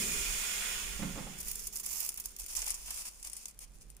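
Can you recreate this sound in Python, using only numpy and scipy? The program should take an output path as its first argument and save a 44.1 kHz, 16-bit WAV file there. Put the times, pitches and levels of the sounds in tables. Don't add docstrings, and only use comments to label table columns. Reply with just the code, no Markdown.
import sys
import numpy as np
from scipy import signal
from scipy.io import wavfile
from scipy.ndimage import uniform_filter1d

SR = 44100
rng = np.random.default_rng(int(sys.argv[2]) if len(sys.argv) > 2 else 0)


def master_out(mix):
    frames = np.transpose(np.atleast_2d(mix))
    ceiling = np.clip(frames, -1, 1)
    pcm = np.round(ceiling * 32767).astype(np.int16)
    wavfile.write(sys.argv[1], SR, pcm)


N = 176400
TIME = np.arange(N) / SR

# time_s, treble_db, middle_db
EXHAUST_FADE = [(0, -30, -40), (.05, -34, -46), (.47, -35.5, -43.5), (.72, -37, -42.5), (.92, -41.5, -49),
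                (1.1, -45, -52.5), (1.37, -49.5, -57.5), (1.8, -54, -72.5), (2.4, -57, -71.5),
                (4, -100, -100)]
# pitch_hz, left_db, right_db
JET_TONE = [(298, -34.5, -19), (664, -12.5, -11.5), (885, -16.5, -10.5), (1610, -11, -5), (2680, -7.5, 0.5),
            (3230, -2, -5), (4300, -9.5, -9), (5200, -10, -3), (5950, -7, -4.5), (7150, -14, 6),
            (8080, -2.5, -8), (9000, -1, -2.5), (10000, -1, -6), (10830, -8.5, -11), (14300, -16, -8),
            (15400, -8, -6.5)]
# pitch_hz, width_hz, level_db
EXHAUST_NOTES = [(1402, 14, -2), (1473, 6.2, -4), (1950, 20, -0.5), (2133, 29, 2.5), (2860, 100, -12),
                 (3125, 35, -0.5), (3390, 77, 4)]
# time_s, level_db
WHISTLE_FADE = [(0, -48), (.27, -43.5), (.38, -50.5), (.8, -53.5), (1.2, -63.5), (1.5, -86)]
# time_s, level_db
DRONE_LEVEL = [(0, -45.5), (.2, -51), (.45, -60), (.9, -57.5), (1.3, -58.5), (1.8, -67), (3.4, -84.5),
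               (3.85, -72), (4, -72.5)]
# pitch_hz, level_db
DRONE_TONE = [(40, -5), (110, -10), (205, -1.5), (310, -15), (400, -5), (570, -17), (2000, -62)]
# time_s, level_db
RUMBLE_LEVEL = [(0, -46), (.38, -44), (.45, -56.5), (.95, -44), (1.45, -49.5), (1.8, -58), (2.25, -62),
                (2.55, -51), (3.1, -59.5), (3.5, -63.5), (3.85, -53), (4, -61.5)]
# pitch_hz, left_db, right_db
RUMBLE_TONE = [(20.2, -14, -6), (40.1, -5, 3), (57, -19, -4.5), (104.5, -46, -30.5), (192, -24.5, -40),
               (720, -63, -54), (2000, -106, -106)]
# pitch_hz, level_db
AIR_TONE = [(200, -1.5), (1000, -10), (3000, -14.5), (9000, -18), (15000, -28)]
# pitch_hz, level_db
HUM_NOTES = [(49, -66), (150, -88), (200, -82)]
# pitch_hz, fade_s
ECHO_FADE = [(150, 0.27), (1000, 0.57), (4000, 0.19), (9000, 0.12), (15000, 0.11)]
# start_s, frame_db, rattle_db
KNOCKS = [(.992, -39.5, -45.5), (1.02, -35.5, -35.5), (1.154, -42, -42), (1.174, -41.5, -37.5),
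          (1.264, -44.5, -45.5)]
# pitch_hz, level_db, fade_s (to drop 60 dB)
FRAME_NOTES = [(129.6, -4, 0.88), (152.2, -1.5, 0.68), (183, 4, 0.46), (206.6, 3.5, 0.34),
               (249.8, -6, 0.53), (284, -3, 0.33), (552, -4, 0.17), (837, -7, 0.18)]
# pitch_hz, level_db
RATTLE_TONE = [(60, -8), (200, 3), (500, -2.5), (1000, -5), (2000, -10.5), (4000, -20), (9000, -42)]
# start_s, length_s, level_db, crinkle_over_slide_db
STROKES = [(1.377, 0.037, -45.5, 5), (1.427, 0.258, -46.5, 0), (1.468, 0.046, -41.5, -6),
           (1.724, 0.087, -45, -7), (1.83, 0.27, -42.5, -3), (1.901, 0.16, -41, 1.5), (2.1, 0.218, -52, 16),
           (2.388, .086, -48, 9), (2.48, 0.062, -41, -3), (2.549, .058, -36, 1), (2.608, 0.16, -42, 3),
           (2.654, 0.045, -37, 1), (2.772, 0.28, -46, -26), (2.857, 0.14, -43.5, -2),
           (2.971, 0.051, -40, -4), (3.05, 0.038, -39.5, -8), (3.072, 0.44, -53.5, -1),
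           (3.241, 0.043, -43, 2), (3.314, 0.12, -50.5, -5), (3.5, .45, -66, 6), (3.603, 0.041, -47, -5),
           (3.742, 0.027, -61.5, -6), (3.806, 0.023, -55.5, 0)]
# time_s, left_over_right_db
FOIL_PLACE = [(1.4, -3.5), (2, -8), (2.2, 1), (2.57, -3.5), (3, -1)]
# start_s, level_db, leftward_db, length_s
SNAPS = [(1.402, -39, -1, 0.013), (1.483, -36, 1, 0.006), (1.514, -32, -3, .006), (1.555, -33.5, -5, .005),
         (1.594, -37.5, -5, 0.0035), (1.67, -33, -6, .008), (1.757, -32.5, -4, 0.0042),
         (1.7635, -27, -17, .001), (1.771, -32, -5, .003), (1.798, -36, -8, .009), (1.861, -33, -6, 0.0096),
         (1.928, -36, -6, .006), (2.003, -29, -12, 0.0075), (2.048, -36, -14, 0.0094),
         (2.0635, -30, -5, 0.0022), (2.0904, -26.5, -5, 0.0041), (2.142, -35, -5, .002),
         (2.174, -36.5, -6, .01), (2.199, -35, -8, 0.0099), (2.25, -47, 9, .002),
         (2.2567, -29.5, -9.5, 0.0051), (2.364, -36, -3, 0.0033), (2.387, -38, -7, 0.0027),
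         (2.395, -35, -7.5, 0.0086), (2.463, -35, 0, 0.0043), (2.559, -33, 8, 0.0033),
         (2.565, -27.5, -16, 0.011), (2.618, -32, -5, 0.011), (2.643, -31, 3, .003),
         (2.665, -28.5, -1, .004), (2.678, -30, 2, 0.0075), (2.704, -27.5, -0.5, .008),
         (2.742, -37, -5, 0.014), (2.906, -29.5, -5.5, 0.0074), (2.942, -35, -5, 0.0056),
         (3.228, -39.5, -5, 0.0068), (3.271, -40, 12, 0.008), (3.298, -37, -3, 0.0037),
         (3.332, -33.5, 10, 0.0042), (3.366, -39.5, -1, 0.012), (3.456, -31.5, 1, 0.0033),
         (3.482, -41, -4, .009), (3.59, -36.5, -2, 0.0026), (3.9017, -42, 2, 0.0019),
         (3.9668, -41, 0, .0016)]
# pitch_hz, level_db
SNAP_TONE = [(3000, -2.5), (7000, 2), (12000, 1.5)]
# start_s, level_db
FOLDS = [(1.861, -55), (2.02, -52), (2.179, -53), (2.575, -51), (2.619, -48.5), (2.671, -49),
         (2.735, -57.5), (2.88, -51), (2.905, -50), (3.257, -59)]
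# pitch_hz, level_db
FOLD_TONE = [(100, -28), (900, 1.5), (1700, -3.5), (2800, 4), (4300, -5.5), (9000, -37)]
# pitch_hz, left_db, right_db
FOIL_TONE = [(60, -34, -39), (510, -19.5, -24), (1010, -14.5, -16.5), (1550, -22, -19), (2520, -9, -13),
             (3990, -15, -19), (5050, -8, -7), (7200, -12, -3), (9200, 1, -10.5), (10160, 1, -5.5),
             (10230, -8, -7), (13200, -9, -12.5), (14500, -12.5, -7)]
# time_s, boost_db
TIGHTNESS = [(2.2, 3.5), (2.6, -3.5)]
# time_s, level_db
SWELL_LEVEL = [(3.3, -88.5), (3.82, -67.5), (4, -70)]


def amp(db):
    return 10 ** (np.asarray(db) / 20)


def unit(x):
    return x / np.sqrt(np.mean(x ** 2) + 1e-20)


def read(table, hz, column=1):
    table = np.array(table)
    return np.interp(np.log(hz + 1), np.log(table[:, 0] + 1), table[:, column])


def level(table, column=1):
    table = np.array(table)
    return amp(np.interp(TIME, table[:, 0], table[:, column]))


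def pan(db):
    return unit(amp([[db / 2], [-db / 2]]))


def add(mix, start_s, sound):
    part = mix[:, max(round(start_s * SR), 0):][:, :sound.shape[1]]
    part += sound[:, :part.shape[1]]


def colour(x, table, size=8192):
    hz = abs(np.fft.fftfreq(size, 1 / SR))
    log_gain = np.log(amp([read(table, hz, k) for k in range(1, len(table[0]))]))
    taps = np.fft.ifft(np.exp(np.conj(signal.hilbert(log_gain)))).real[:, :size // 2]
    return signal.fftconvolve(x, unit(taps) / np.sqrt(size // 2), axes=1)[:, :N]


def noise(shared):
    both, left, right = rng.standard_normal((3, N))
    return np.sqrt(shared) * both + np.sqrt(1 - shared) * np.array([left, right])


def ragged(size, db, samples):
    return amp(db * unit(uniform_filter1d(rng.standard_normal(size), samples)))


def ring(x, hz, width_hz, passes=1):
    for _ in range(passes):
        x = signal.lfilter(*signal.iirpeak(hz, hz / width_hz, SR), x)
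    return x


def room(x):
    hz, t, bands = signal.stft(rng.standard_normal((2, SR // 2)), SR, nperseg=256)
    fade = amp(-60 * t / read(ECHO_FADE, hz)[:, None]) * (t > .004)
    tail = signal.istft(bands * fade, SR, nperseg=256)[1]
    return signal.fftconvolve(x, unit(tail) / np.sqrt(tail.shape[1]), axes=1)[:, :N]


def exhaust(split_hz=3930):
    jet = colour(noise(0.15) + amp(1) * room(noise(1)), JET_TONE)
    body = signal.sosfiltfilt(signal.butter(4, split_hz, fs=SR, output="sos"), jet)
    flow = noise(0.25) * pan(-12.5)
    path = unit(sum(amp(db) * unit(ring(flow, hz, width)) for hz, width, db in EXHAUST_NOTES))
    treble = unit(jet - body) * level(EXHAUST_FADE)
    middle = (unit(body) + amp(-3) * path) * level(EXHAUST_FADE, column=2)
    whistle = unit(ring(flow, hz=2446, width_hz=60, passes=2)) * level(WHISTLE_FADE)
    return treble + middle + whistle


def drone():
    return level(DRONE_LEVEL) * colour(noise(0.97), DRONE_TONE)


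def workshop():
    rumble = level(RUMBLE_LEVEL) * unit(colour(noise(0.91), RUMBLE_TONE))
    air = amp(-68.5) * colour(noise(0.36), AIR_TONE)
    hum = sum(amp(db) * np.sin(2 * np.pi * (hz * TIME + rng.random())) for hz, db in HUM_NOTES)
    return rumble + air + np.sqrt(2) * hum * pan(1)


def carriage(rise_s=0.0066, rattle_fade_s=0.11):
    frame, rattle = np.zeros((2, 2, N))
    t = np.arange(SR // 2) / SR
    rise = np.minimum(t / rise_s, 1)
    notes = sum(amp(db - 60 * t / fade_s) * np.sin(2 * np.pi * hz * t) for hz, db, fade_s in FRAME_NOTES)
    for start_s, frame_db, rattle_db in KNOCKS:
        add(frame, start_s, amp(frame_db) * rise * notes * pan(-6))
        shake = rise * amp(rattle_db - 60 * t / rattle_fade_s)
        add(rattle, start_s, shake * noise(0.84)[:, :len(t)])
    rattle = colour(rattle, RATTLE_TONE) * pan(-5)
    return amp(-4.5) * frame + rattle + amp(-5) * room(rattle)


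def patch_ring(x, hz):
    return amp(-0.5) * ring(x, hz, width_hz=2600)


def crinkles(patches=24, flips_per_s=800, spread_db=4.3, tick_s=0.0013):
    t, out = np.arange(256) / SR, np.zeros((2, N))
    for hz in np.geomspace(5000, 14500, patches):
        sizes = amp(spread_db * np.minimum(rng.exponential(1, N), 3))
        flips = sizes * (rng.random(N) < flips_per_s / patches / SR)
        tick = rng.standard_normal((2, len(t))) * np.exp(-t / tick_s)
        tick = unit(tick + patch_ring(tick, hz)) * pan(7 * rng.standard_normal())
        out += signal.oaconvolve(flips[None], tick, axes=1)[:, :N]
    return unit(out * ragged(N, db=2, samples=500))


def rustle(rise_s=0.003, fall_s=0.0055):
    crinkle_power, slide_power = np.zeros((2, N))
    for start_s, length_s, db, crinkle_db in STROKES:
        rise = np.clip((TIME - start_s) / rise_s, 0, 1)
        fall = np.exp(-np.maximum(TIME - start_s - length_s, 0) / fall_s)
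        power = (amp(db) * rise * fall) ** 2
        slide_share = 1 / (1 + amp(crinkle_db) ** 2)
        crinkle_power += power * (1 - slide_share)
        slide_power += power * slide_share
    sound = np.sqrt(crinkle_power) * crinkles() + np.sqrt(slide_power) * noise(0.22)
    lean = np.sqrt(level(FOIL_PLACE))
    return amp(-0.5) * np.array([lean, 1 / lean]) * sound


def snaps(rise_s=0.00014, scatter_s=0.005):
    t, out = np.arange(SR // 25) / SR, np.zeros((2, N))
    for start_s, db, leftward_db, length_s in SNAPS:
        scatter = amp(-9) * np.exp(-t / scatter_s)
        shape = np.minimum(t / rise_s, 1) * np.hypot(np.exp(-(t / length_s) ** 2), scatter)
        burst = rng.standard_normal((2, len(t))) + 0.33 * rng.standard_normal(len(t))
        burst *= ragged(len(t), db=1.5, samples=20) * shape
        burst += patch_ring(burst, hz=rng.uniform(5500, 15000))
        gain = amp(db - 1.5) * np.sqrt(np.mean(shape ** 2))
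        add(out, start_s, gain * unit(burst) * pan(leftward_db + 2))
    return colour(out, SNAP_TONE)


def folds(length_s=0.019):
    push = sum(amp(db) * (TIME > s) * np.exp(-((TIME - s) / length_s) ** 2) for s, db in FOLDS)
    crunch = noise(0.61) * unit(ragged(N, db=1.5, samples=100))
    return push * colour(crunch, FOLD_TONE)


def foil(top_hz=10500):
    sheet = colour(rustle() + snaps(), FOIL_TONE)
    top = signal.sosfiltfilt(signal.butter(4, top_hz, "high", fs=SR, output="sos"), sheet)
    left, right = sheet + (level(TIGHTNESS) - 1) * top + folds()
    direct = np.array([left, np.pad(right, (7, 0))[:N]])
    return direct + amp(-13) * room(direct)


def glass_swell():
    return level(SWELL_LEVEL) * unit(ring(noise(1), hz=130, width_hz=123, passes=2)) * pan(1)


def scene():
    return exhaust() + drone() + workshop() + carriage() + foil() + glass_swell()


def record(dry):
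    taps = signal.firwin(255, 15500, window=("kaiser", 8), fs=SR)
    return signal.oaconvolve(dry, taps[None], "same")


dry = scene()
out = record(dry)
master_out(out)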